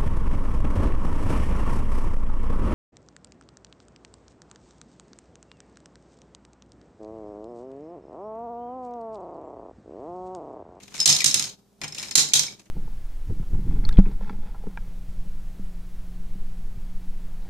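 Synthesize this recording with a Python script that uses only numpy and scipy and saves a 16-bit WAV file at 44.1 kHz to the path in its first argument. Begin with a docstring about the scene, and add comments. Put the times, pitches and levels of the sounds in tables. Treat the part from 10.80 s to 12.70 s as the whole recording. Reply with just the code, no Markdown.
"""Over a faint hum in a small, echoing room, a plastic disc is dropped into an upright plastic grid on a table.
It ticks against its slot, rattles down a column, lands hard at 0.26 s and bounces to rest, while the
frame knocks and booms. At about 1 s a second disc follows, landing at 1.35 s and bouncing to rest too.
All along, the recorder ducks around the loudest clacks and turns the hum down in the pauses."""
import sys
import numpy as np
from scipy import signal
from scipy.fft import rfft, irfft, next_fast_len
from scipy.io import wavfile
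from scipy.ndimage import uniform_filter1d, minimum_filter1d

SR = 44100
rng = np.random.default_rng(int(sys.argv[2]) if len(sys.argv) > 2 else 0)


def put_to_file(sound):
    """Save the sound as 16-bit audio at rate SR, in the file named by the first command-line argument."""
    columns = np.atleast_2d(sound).T  # one column per channel
    safe = np.clip(columns, -1, 1)
    whole_steps = np.round(safe * 32767)
    wavfile.write(sys.argv[1], SR, whole_steps.astype(np.int16))


N = 83790
T = np.arange(SR // 2) / SR  # time within one short sound [s]
ATTACK_S = 0.00042


def amp(db):
    return 10 ** (np.asarray(db) / 20)


def pan(db):
    """Left and right gains, db apart."""
    return amp([db / 2, -db / 2]).reshape(2, -1)


def along(points, hz):
    """Read between (frequency, value) points on a log frequency axis."""
    freqs, values = np.transpose(points)
    return np.interp(np.log(hz + 1), np.log(freqs + 1), values)


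def filtered(x, response):
    """Scale each frequency of x by response(hz)."""
    n = x.shape[-1]
    padded = next_fast_len(n + 4096)
    return irfft(rfft(x, padded) * response(np.fft.rfftfreq(padded, 1 / SR)), padded)[..., :n]


def noise(spectrum, alike):
    """Shaped stereo noise of rms 1; alike is the share common to both sides."""
    white = rng.standard_normal((3, N))
    stereo = np.sqrt(alike) * white[0] + np.sqrt(1 - alike) * white[1:]
    shaped = filtered(stereo, lambda hz: amp(along(spectrum, hz)))
    return shaped / np.sqrt(np.mean(shaped ** 2))


def add(track, s, sound):
    """Mix a sound into a track at s seconds."""
    i = int(np.clip(round(s * SR), 0, N - 1))
    track[..., i:i + sound.shape[-1]] += sound[..., :N - i]


def fade(t60, hold=0, rise=ATTACK_S):
    """Rise, hold, then die away by 60 dB in the fade time t60."""
    return (1 - np.exp(-T / rise)) * amp(-60 * np.maximum(T - hold, 0) / t60)


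def struck(table, spread_db, channels=2, rise=ATTACK_S):
    """A struck object rings: fading tones with random strengths and phases."""
    tones = [amp(db) * fade(t60, rise=rise) * np.exp(2j * np.pi * hz * T) for hz, db, t60 in table]
    shape = (channels, len(tones))
    strengths = np.sqrt(2) * amp(spread_db * rng.standard_normal(shape))
    phases = np.exp(2j * np.pi * rng.random(shape))
    return ((strengths * phases) @ np.array(tones)).real


# Tones of the hum: (frequency [Hz], level [dB])
HUM_TONES = [(59, -67), (119, -64.5), (199, -59.5), (398, -65.5)]
# Tone colour of the room's air: (frequency [Hz], relative level [dB])
AIR_COLOUR = [(25, -6), (60, -10.5), (200, 4.5), (400, -2), (800, -8), (2000, -21), (6000, -18),
              (14000, -24.5)]


def background():
    """An appliance hums faintly over the soft rush of room air."""
    t = np.arange(N) / SR
    hum = sum(amp(db) * np.sin(2 * np.pi * (hz * t + rng.random())) for hz, db in HUM_TONES)
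    return np.sqrt(2) * hum + amp(-55) * noise(AIR_COLOUR, alike=0.5)


# Tone colours of the bright clack and the dull knock: (frequency [Hz], relative level [dB])
CLACK_COLOUR = [(1000, -32), (2000, -16), (3000, -7.5), (4000, -0.5), (4700, -1.5), (6600, 2), (8000, -5),
                (10000, -9.5), (12500, -16.5), (14500, -25)]
KNOCK_COLOUR = [(25, -11.5), (60, -17), (100, 6.5), (200, 4.5), (400, 0), (650, -2), (900, 0.5), (1500, -1),
                (2400, 6.5), (4000, -5.5), (9000, -29)]
# Ringing tones of the grid: (frequency [Hz], level against the clack [dB], fade time [s])
GRID_TONES = [(3128, -20.5, .06), (3830, -22.5, 0.18), (4010, -24.5, 0.03), (4280, -18, .08),
              (4780, -22.5, .07), (6470, -31, 0.048), (6470, -17.5, 0.14), (6472, -23, .07),
              (7030, -26, 0.079), (7400, -22, 0.062), (7340, -17.5, 0.037), (9160, -23.5, 0.023)]
# Boom of the frame on the table: (frequency [Hz], level against the knock [dB], fade time [s])
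FRAME_TONES = [(100, -24, 0.11), (147.5, -18.5, 0.24), (285.7, -28.5, 0.063), (827, -28.5, 0.092)]
# A disc hits the grid: (time [s], clack [dB], disc ring [dB], knock [dB], left over right [dB])
HITS = [ (.001, -49, -66, -44, 4.5), (.033, -40.5, -55, -48.5, 4), (.079, -45, -54, -47, 7),
        (0.119, -54.5, -57, -44.5, 4), (.141, -36.5, -42, -35.5, 9), (0.152, -36, -41, -46, 0),
        (.182, -44, -38.5, -44.5, 4), (.192, -37, -26.5, -35, 2), (.2018, -17, -15, -44.5, 1.5),
        (0.213, -28.5, -13, -33.5, 4), (.228, -28, -21.5, -40, -1.5), (0.242, -44, -33, -44, 5),
        (0.257, 1, -11, -10.5, -1), (0.274, -5.5, -21, -26.5, 4.5), (.291, -16.5, -26.5, -29.5, -6.5),
        (.299, -18, -15.5, -34.5, 7), (0.311, -20.5, -20, -34, 0.5), (.326, -15.5, -20.5, -40, 1.5),
        (0.332, -23, -21.5, -42, 6.5), (.349, -21, -18.5, -37, -3), (0.364, -17, -31, -37, 2.5),
        (.387, -24, -25, -42.5, 7.5), (.405, -19, -25.5, -43, 6), (0.417, -25.5, -29, -36.5, 7),
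        (0.437, -36, -35, -44.5, 5.5), (0.4426, -2, -16.5, -15, 1), (.460, -12, -16.5, -32, -9),
        (.511, -22, -21.5, -41, 5), (0.5421, -7, -18.5, -22.5, 1), (0.573, -30.5, -30.5, -37, 2),
        (.595, -17.5, -26, -29.5, 2.5), (.624, -22.5, -29, -35.5, 1.5), (.640, -26, -32, -41.5, 10),
        (.654, -32, -33.5, -48, -4.5), (0.69, -39.5, -62, -63, 3.5), (.694, -36, -47, -54.5, 1),
        (1.015, -31, -36.5, -28, 2), (1.035, -32, -34, -29.5, 3), (1.042, -33, -33, -28.5, -2.5),
        (1.079, -33, -35, -43, 0), (1.123, -37.5, -32.5, -42, 2.5), (1.147, -32.5, -36.5, -40.5, 3),
        (1.183, -28.5, -29.5, -37, 4), (1.196, -33.5, -31, -38.5, 8), (1.228, -28.5, -33, -36, 4),
        (1.284, -38, -37, -45.5, 7.5), (1.31, -26, -34.5, -37, 2.5), (1.32, -39, -34, -49.5, 8),
        (1.3538, 1.5, -19.5, -11, -2), (1.378, -11, -22.5, -21.5, 3), (1.392, -22, -23, -32.5, -3.5),
        (1.487, -31, -33, -48, 2.5), (1.5351, -1.5, -15, -20, 3), (1.550, -14.5, -29, -26.5, -4),
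        (1.570, -23, -32, -31, -9.5), (1.5935, -12.5, -28, -25.5, -2.5), (1.634, -24, -30.5, -31, 2),
        (1.666, -33, -27.5, -41, 0.5), (1.722, -43, -43.5, -48, 0), (1.795, -44.5, -62.5, -48, 3.5),
        (1.858, -58, -68, -50, 2)]
CLACK_ALIKE = 0.26


def grid_hits(path_count=5):
    """Each hit clacks, rings the grid and knocks the frame; hits take turns among paths into the room."""
    paths = np.zeros((path_count, 2, N))
    crack, thud = noise(CLACK_COLOUR, CLACK_ALIKE), noise(KNOCK_COLOUR, alike=0.63)
    thud_shape = fade(t60=0.057, rise=0.0025)
    for k, (s, clack_db, _, knock_db, pan_db) in enumerate(HITS):
        i = rng.integers(N - len(T))
        crack_shape = fade(t60=0.035, hold=0.0055 * amp(0.94 * clack_db))  # harder hits buzz longer
        clack = crack[:, i:i + len(T)] * crack_shape + struck(GRID_TONES, spread_db=0.5)
        boom = struck(FRAME_TONES, spread_db=1.5, channels=1, rise=0.0091)
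        knock = thud[:, i:i + len(T)] * thud_shape + boom
        sound = amp(clack_db) * clack + amp(knock_db) * knock
        add(paths[k % path_count], s, sound * pan(pan_db))
    return paths


def disc_rings(pitch_hz=5250, detune=0.003, t60=0.05):
    """The disc itself gives a short, high ring at every hit."""
    track = np.zeros((2, N))
    for s, _, db, _, pan_db in HITS:
        hz = pitch_hz * (1 + detune * rng.standard_normal())
        add(track, s, struck([(hz, db, t60)], spread_db=1, channels=1) * pan(pan_db))
    return track


# A disc slides along its column: (start [s], end [s], tick level [dB])
SLIDES = [(0, .14, -53.5), (0.139, 0.196, -40), (0.269, .40, -35), (.556, .68, -38), (1.152, 1.19, -42.5),
          (1.19, 1.258, -40), (1.24, 1.318, -42), (1.763, 1.864, -56)]


def scrape(ticks_per_s=500, spread_db=2.5):
    """A sliding disc makes light ticks, so close together that they blur into a scrape."""
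    power = np.zeros(N)
    tick = fade(t60=0.018)
    for start, end, db in SLIDES:
        times = start + np.cumsum(rng.exponential(size=128)) / ticks_per_s
        levels = db + spread_db * rng.standard_normal(128)
        for s, tick_db in zip(times, levels):
            if s < end:
                add(power, s, (tick * amp(tick_db)) ** 2)
    hiss = noise(CLACK_COLOUR, CLACK_ALIKE) + amp(-6) * noise(KNOCK_COLOUR, alike=0.78)
    return np.sqrt(power) * hiss


# How long the room echoes: (frequency [Hz], fade time [s])
ECHO_TIMES = [(100, 0.43), (500, 0.54), (2000, 0.31), (5000, 0.31), (8000, 0.25), (14000, 0.24)]


def room_echo(x, mono_below_hz=313, delay_s=0.0046, build_s=0.0013):
    """Reflections blend into a tail that builds fast, dies sooner in the treble and is near mono in the bass."""
    hz, t, white = signal.stft(rng.standard_normal((3, len(T))), SR, nperseg=256)
    alike = 1 / (1 + (hz[:, None] / mono_below_hz) ** 2)
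    stereo = np.sqrt(alike) * white[0] + np.sqrt(1 - alike) * white[1:]
    decay = amp(-60 * t / along(ECHO_TIMES, hz)[:, None])
    tail = signal.istft(stereo * decay, SR, nperseg=256)[1][:, :len(T)]
    tail *= 1 - np.exp(-np.maximum(T - delay_s, 0) / build_s)
    return signal.fftconvolve(x, tail / np.linalg.norm(tail[0]), axes=1)[:, :N]


# Hollow knock of the column: (frequency [Hz], level against the bar [dB], fade time [s])
COLUMN_TONES = [(546, -24.5, 0.039), (702, -21, 0.035), (789, -21, 0.028)]
# A disc lands on the bar at the foot of the column: (time [s], frequency [Hz], level [dB])
BAR_HITS = [(.258, 4162, -3.5), (1.3534, 4055, -4), (1.5371, 3876, -16), (1.5934, 3960, -25)]


def landings(bar_t60=0.045):
    """The bar rings as it stops the disc, and the column gives a hollow knock."""
    track = np.zeros((2, N))
    for s, hz, db in BAR_HITS:
        add(track, s, amp(db) * struck([(hz, 0, bar_t60), *COLUMN_TONES], spread_db=2, channels=1))
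    return track


# A disc glances off a column wall: (time [s], frequency [Hz], level [dB])
TAPS = [(0.404, 2290, -24.5), (.418, 1948, -26), (1.015, 1965, -38), (1.017, 2660, -43.5),
        (1.036, 2440, -35.5), (1.042, 1078, -43.5), (1.052, 805, -38), (1.178, 2600, -32.5),
        (1.236, 2350, -37), (1.522, 2350, -37.5), (1.682, 2350, -35.5)]


def wall_taps(pitch_spread=0.045, t60=0.04):
    """Each tap rings a thin wall in six tones of nearly the same pitch."""
    track = np.zeros((2, N))
    for s, hz, db in TAPS:
        cluster = [(hz * (1 + pitch_spread * z), db, t60) for z in rng.standard_normal(6)]
        add(track, s, struck(cluster, spread_db=5) / np.sqrt(len(cluster)))
    return track


# Which side the game sounds louder on: (frequency [Hz], left over right [dB])
BALANCE = [(100, 2), (500, 4.5), (1000, 6), (2200, 2.5), (4000, 6), (7500, -10.5), (12000, 0.5)]


def scene():
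    """Discs and grid with their echo, over the background."""
    rings = disc_rings() + landings()
    game = rings + amp(-11.5) * room_echo(rings)  # rings are heard mostly direct
    for clatter in [*grid_hits(), scrape() + wall_taps()]:
        game += clatter + amp(-8) * room_echo(clatter)
    return filtered(game, lambda hz: pan(along(BALANCE, hz))) + background()


QUIET_DB, QUIET_SLOPE, QUIET_RANGE_DB, QUIET_WINDOW_S = -47, 1.9, 9.5, 0.019
CEILING_DB, DUCK_DB_PER_S, RECOVER_DB_PER_S, HOLD_S = -1.2, 1100, 1600, 0.011


def record(dry):
    """The recorder turns quiet stretches down, ducks around peaks and cuts the highest treble."""
    t = np.arange(N) / SR
    power = np.abs(uniform_filter1d(np.mean(dry ** 2, axis=0), int(QUIET_WINDOW_S * SR)))
    level_db = 10 * np.log10(power + 1e-12)
    quiet_db = np.clip(QUIET_SLOPE * (level_db - QUIET_DB), -QUIET_RANGE_DB, 0)
    peak_db = 20 * np.log10(np.abs(dry).max(axis=0) + 1e-9)
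    duck_db = np.minimum(CEILING_DB - peak_db, 0)
    # The gain slides down just before a peak, holds briefly, then climbs back.
    half = int(HOLD_S * SR / 2)
    held_db = minimum_filter1d(duck_db, 2 * half + 1, origin=half)
    before = np.minimum.accumulate((duck_db + DUCK_DB_PER_S * t)[::-1])[::-1] - DUCK_DB_PER_S * t
    after = np.minimum.accumulate(held_db - RECOVER_DB_PER_S * t) + RECOVER_DB_PER_S * t
    return filtered(dry * amp(quiet_db + np.minimum(before, after)), lambda hz: hz < 14800)


dry = scene()
out = record(dry)
put_to_file(out)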